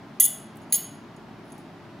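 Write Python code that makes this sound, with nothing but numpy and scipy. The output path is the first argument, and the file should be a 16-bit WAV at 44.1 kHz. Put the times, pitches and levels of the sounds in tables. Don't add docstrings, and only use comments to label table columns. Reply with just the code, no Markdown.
import sys
import numpy as np
from scipy import signal
from scipy.io import wavfile
from scipy.ndimage import uniform_filter1d

SR = 44100
rng = np.random.default_rng(int(sys.argv[2]) if len(sys.argv) > 2 else 0)


def wrap_up_sound(samples):
    columns = np.atleast_2d(samples).T
    tamed = np.clip(columns, -1, 1)
    steps = np.round(tamed * 32767).astype(np.int16)
    wavfile.write(sys.argv[1], SR, steps)


def volts(x):
    e = np.asarray(x, float) / 20
    return 10 ** e


N = 88200

# freq [Hz], density [dB per Hz]
AIR_SPECTRUM = [(500, -14), (590, -3), (850, -5), (1100, -8.5), (5000, -26), (8200, -39), (10700, -39),
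                (16000, -46.5)]
# freq [Hz], density [dB per Hz]
DRONE_SPECTRUM = [(30, -46.5), (70, -33.5), (100, -6.5), (220, -2.5), (350, -8), (385, -7.5), (450, -10),
                  (500, -24)]
# pitch [Hz], width [Hz], level [dB]
FAN_LINES = [(50.07, 6, -70.5), (84, 8, -70.5), (115.3, 3.2, -61), (144.7, 8, -59), (171.3, 3.5, -59),
             (216.7, 19, -55), (280.3, 39, -55.5), (346, 15, -58.5)]
# freq [Hz], left-right likeness [0-1]
AIR_LIKENESS = [(60, 0.932), (180, 0.95), (550, 0.89), (1650, 0.72), (4970, 0.4), (15000, 0.67)]
# start [s], length [s], level [dB]
SLIDES = [
    (0.135, .06, -76),
    (.6, 0.11, -84),
    (1.43, 0.15, -69),
]
# start [s], force [dB], share of rod B [0-1], tilt [dB per octave], twist [dB]
CONTACTS = [(.1995, -11, 0.25, -4.5, -11), (.202, -11.5, 0.1, 1.5, 5.5), (.2045, -13.5, 0.5, 2, -2),
            (.208, -16, 0.23, -2, -4), (.211, -24.5, 0, 0.5, 3.5), (.2125, -21.5, 0, -2, -1.5),
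            (.22, -27, 0, -5, -7), (.2235, -23, 0, -1, -7), (.2275, -16.5, 0.1, -0.5, -4),
            (.2408, -13.5, 0, 1, -2), (.2435, -29.5, .3, -0.5, -3), (0.2438, -30.5, 0.4, -1, -3.5),
            (.2495, -29.5, 0.2, 6.5, -5.5), (.2514, -16.5, 0, 9.5, -4), (.2545, -25, .3, -1, -2),
            (.2585, -24, 0.5, 10, -8), (.263, -15.5, 0.2, 7.5, -14), (0.6163, -57, 0.8, -8, -15),
            (.6995, -52, 0.5, -5, -14), (0.7242, -13.5, 1, 3, -11), (0.731, -22.5, 0.76, 9, -14.5),
            (.7385, -15, .9, -7, -9), (0.7455, -20.5, 0.85, -17, 0), (.7515, -19, 0.55, -7, -13),
            (.7545, -20, 1, 7.5, -2.5), (.759, -28.5, 0.9, 16, -1.5), (.7625, -30, 0.78, 3.5, 12.5),
            (1.164, -53.5, .6, -9, -12), (1.501, -64.5, 0.55, -6.5, -3.5), (1.52, -47, .85, -4, -10.5),
            (1.5805, -52, .8, 3.5, -19.5)]
ROD_A_HZ = [1985, 2950, 3334, 3425, 6471, 6545, 6908, 10375, 10575, 10638, 12453, 12614, 14822, 15105]
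ROD_B_HZ = [2032, 2960, 3445, 4650, 6520, 6610, 6875, 10460, 10600, 10860, 12615, 14893, 15174, 15310]
# level [dB], t60 [s]
ROD_A_MODES = [(-19, 0.15), (-23, .15), (-17, .1), (-20, .18), (-8.5, .1), (0, .12), (-1, .12), (4, 0.16),
               (-2, .13), (5, .12), (0, .13), (-3.5, 0.14), (-6.5, .12), (-9, .13)]
# level [dB], t60 [s]
ROD_B_MODES = [(-25, 0.12), (-19.5, 0.32), (-21.5, .16), (-22, .1), (-8, .18), (-1.5, .12), (-10.5, .15),
               (-7, .15), (4, .12), (-13, 0.19), (-6, 0.18), (-5, .14), (-0.5, .1), (-10, .11)]
GRIPS_S = [0.2647, .65, 0.711, 0.76, .8, 1.17, 1.51, 1.53, 1.64]
# freq [Hz], level [dB]
CRACK_SPECTRUM = [(1500, -55.5), (3000, -17), (4300, -19), (5600, -23), (7500, -8), (10000, -14),
                  (12000, -16.5), (16000, -19)]
# start [s], level [dB], low edge [Hz], top edge [Hz], t60 [s]
SNAPS = [(0.2428, -11, 6700, 11000, 0.003), (0.5577, -43, 8500, 15400, .003),
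         (.564, -58, 9000, 15500, 0.0036), (.568, -48, 8500, 15540, .003),
         (.5702, -36, 6000, 15740, 0.0032), (0.5739, -42, 7530, 15500, .003),
         (0.7247, -24.5, 3840, 4660, 0.031), (0.7458, -22, 3370, 6500, 0.018),
         (0.7506, -29, 3330, 5000, 0.025), (.759, -33.5, 3830, 6100, 0.023),
         (1.164, -48.5, 4000, 11000, 0.0046), (1.5213, -40, 5920, 12010, .004),
         (1.581, -39, 4000, 12000, .004), (.2408, -18, 10100, 10700, .012),
         (.7246, -32.5, 1950, 2150, 0.075), (0.7264, -12.5, 8050, 15500, 0.0072),
         (.755, -39.5, 9000, 15000, .008), (1.502, -54, 6000, 12500, .004)]
# start [s], length [s], level [dB]
RATTLES = [
    (0.201, 0.031, -24),
    (0.251, 0.014, -28),
    (0.721, 0.014, -44),
    (0.746, 0.033, -33),
]
# freq [Hz], t60 [s]
ROOM_DECAY = [(2000, 0.68), (4000, 0.57), (6500, 0.42), (10000, 0.359), (13000, 0.25), (14600, .27),
              (16000, 0.24)]
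# time [s], left over right [dB]
HANDS_LEFT = [(.2, 0), (.26, 1.8), (.72, -0.5), (.75, 0.2), (1.2, 0.5)]

MODE_HZ = np.concatenate([ROD_A_HZ, ROD_B_HZ])
MODE_DB, MODE_T60_S = np.concatenate([ROD_A_MODES, ROD_B_MODES]).T
TWIST_LOW_HZ, TWIST_TOP_HZ = 12000, 13000
PIVOT_HZ = 9000


def evened(x):
    return x / np.sqrt(np.mean(x ** 2) + 1e-20)


def read(points, hz):
    point_hz, value = np.transpose(points)
    return np.interp(np.log(hz + 1), np.log(point_hz + 1), value)


def add(mix, start_s, sound):
    part = mix[round(start_s * SR):][:len(sound)]
    part += sound[:len(part)]


def air_noise(spectrum_db, patchy_db):
    frames, hz = N // 512 + 5, np.fft.rfftfreq(2048, 1 / SR)
    a, b, c, d, patches = rng.standard_normal((frames, 1025, 5)).T
    patches = uniform_filter1d(patches, size=16, axis=0)
    patches = evened(uniform_filter1d(patches, size=8, axis=1))
    same = np.clip(read(AIR_LIKENESS, hz), -1, 1)[:, None]
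    left = a + 1j * b
    right = same * left + np.sqrt(1 - same ** 2) * (c + 1j * d)
    z = np.array([left, right]) * volts(spectrum_db(hz)[:, None] + patchy_db * patches)
    return evened(signal.istft(z, nperseg=2048, noverlap=1536)[1][:, :N])


def fan_line(pitch_hz, width_hz, level_db):
    t = np.arange(N) / SR
    r = np.exp(-np.pi * width_hz / SR)
    real, imag = rng.standard_normal((2, N + SR))
    waver = signal.lfilter([1], [1, -2 * r, r * r], real + 1j * imag)[SR:]
    return volts(level_db) * evened((waver * np.exp(2j * np.pi * pitch_hz * t)).real)


def air_conditioner():
    split_hz, left_db = 500, 0.33
    hiss = air_noise(lambda hz: read(AIR_SPECTRUM, hz) - 99 * (hz < split_hz), patchy_db=0.4)
    drone = air_noise(lambda hz: read(DRONE_SPECTRUM, hz) - 99 * (hz >= split_hz), patchy_db=0.67)
    out = volts(-50) * hiss + volts(-48) * drone
    for line in FAN_LINES:
        out += fan_line(*line)
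    return out * volts([[left_db / 2], [-left_db / 2]])


def slides():
    slips_per_s, t60_s, edge_db = 780, 0.02, -7
    t, drive = np.arange(N) / SR, np.zeros(N)
    slips = rng.standard_normal(N) * (rng.random(N) < slips_per_s / SR)
    for start_s, length_s, level_db in SLIDES:
        swell = np.sin(np.pi * np.clip((t - start_s) / length_s, 0, 1))
        drive += volts(level_db) * swell * slips
    t = t[:4000]
    db = MODE_DB + edge_db * ((MODE_HZ > TWIST_LOW_HZ) | (MODE_HZ < PIVOT_HZ))
    tones = volts(db[:, None] - 60 * t / t60_s) * np.sin(2 * np.pi * MODE_HZ[:, None] * t)
    return signal.fftconvolve(drive, tones.sum(axis=0))[:N] / 3


def burst(t60_s, spectrum_db, samples):
    t, hz = np.arange(samples) / SR, np.fft.rfftfreq(1024, 1 / SR)
    log_gain = np.log(volts(spectrum_db(hz)))
    full = np.concatenate([log_gain, log_gain[-2:0:-1]])
    taps = np.fft.ifft(np.exp(np.conj(signal.hilbert(full)))).real[:512]
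    source = (rng.standard_normal(samples) + 6 * (t == 0)) * volts(-60 * t / t60_s)
    out = signal.fftconvolve(source, taps)
    return out / abs(out).max()


def crack_db(hz):
    return read(CRACK_SPECTRUM, hz)


def clink(start_s, force_db, share_b, tilt_db, twist_db):
    low_hz, low_rise_s, contact_s = 5500, .004, .0003
    high_detune, low_detune, spot_db = .001, 0.011, 2.5
    touch_loss_db, low_touch_loss_db, grip_t60_s = 3, .6, 0.014
    dull_db_per_db, hard_db = .4, -21.5
    high = MODE_HZ > low_hz
    spot, side, detune = rng.standard_normal((3, len(MODE_HZ)))
    share_b = np.clip(share_b, 0, 1)
    weight = np.repeat([np.sqrt(1 - share_b), np.sqrt(share_b)], len(ROD_A_MODES)) * np.sign(side)

    db = MODE_DB + spot_db * spot + tilt_db * np.log2(MODE_HZ / PIVOT_HZ) * high
    db = db + twist_db * (MODE_HZ > TWIST_LOW_HZ) * (MODE_HZ < TWIST_TOP_HZ)
    db = db + dull_db_per_db * min(force_db - hard_db, 0) * (MODE_HZ > TWIST_TOP_HZ)
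    hz = MODE_HZ * (1 + np.where(high, high_detune, low_detune) * detune)
    t = np.arange(SR // 5) / SR
    tones = volts(db[:, None] - 60 * t / MODE_T60_S[:, None]) * np.sin(2 * np.pi * hz[:, None] * t)

    touches = sum(np.clip((start_s + t - row[0]) / .001, 0, 1) for row in CONTACTS if row[0] > start_s)
    grip_s = min(g for g in GRIPS_S if g > start_s)
    gripped_s = np.maximum(start_s + t - grip_s, 0)
    high_gain = np.minimum(t / contact_s, 1) * volts(-touch_loss_db * touches - 60 * gripped_s / grip_t60_s)
    low_gain = np.minimum(t / low_rise_s, 1) * volts(-low_touch_loss_db * touches)
    ring = (high_gain * ((weight * high) @ tones) + low_gain * ((weight * ~high) @ tones)) / 3
    add(ring, 0, volts(-7) * burst(.003, crack_db, 800))
    return volts(force_db) * ring


def rattles():
    cracks_per_s, spread_db, fade_db = 1600, 4, 4.7
    t, drive = np.arange(N) / SR, np.zeros(N)
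    size = volts(spread_db * np.minimum(rng.exponential(1, N), 4))
    size *= (rng.random(N) < cracks_per_s / SR) * rng.choice([-1., 1.], N)
    for start_s, length_s, level_db in RATTLES:
        on = (t > start_s) * (t < start_s + length_s)
        drive += volts(level_db - fade_db * (t - start_s) / length_s * on) * on * size
    return signal.fftconvolve(drive, burst(0.00042, crack_db, 200))[:N]


def snap(level_db, low_hz, top_hz, t60_s):
    def band_db(hz):
        outside = np.maximum(low_hz / (hz + 50), (hz + 50) / top_hz)
        return -36 * np.maximum(np.log2(outside), 0)
    return volts(level_db) * burst(t60_s, band_db, 1500)


def puzzle():
    out = slides()
    for row in CONTACTS:
        add(out, row[0], clink(*row))
    out += rattles()
    for start_s, *settings in SNAPS:
        add(out, start_s, snap(*settings))
    return signal.sosfilt(signal.butter(4, 1850, "high", fs=SR, output="sos"), out)


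def room(x):
    start_s, spacing = .003, 12
    taps = np.zeros(SR)
    at = np.arange(round(start_s * SR), SR - spacing, spacing)
    at = at + rng.integers(0, spacing, len(at))
    taps[at] = rng.choice([-1., 1.], len(at))
    hz, t, z = signal.stft(taps, SR, nperseg=128)
    tail = signal.istft(z * volts(-60 * t / read(ROOM_DECAY, hz)[:, None]), SR, nperseg=128)[1]
    return signal.fftconvolve(x, tail / np.linalg.norm(tail))[:N]


def scene():
    air = air_conditioner()
    metal = puzzle()
    port_lag = .34
    direct = metal + port_lag * np.gradient(metal) * np.array([[1], [-1]])
    left_db = np.interp(np.arange(N) / SR, *np.transpose(HANDS_LEFT))
    return (direct + volts(-6.5) * room(metal)) * volts([left_db / 2, -left_db / 2]) + air


def top_cut(x):
    return signal.sosfilt(signal.butter(12, 16880, fs=SR, output="sos"), x)


def record(dry):
    low_pass = signal.firwin(901, 15800, window=("kaiser", 8), fs=SR)
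    limited = signal.oaconvolve(dry, low_pass[None], "same")
    return top_cut(limited)


dry = scene()
out = record(dry)
wrap_up_sound(out)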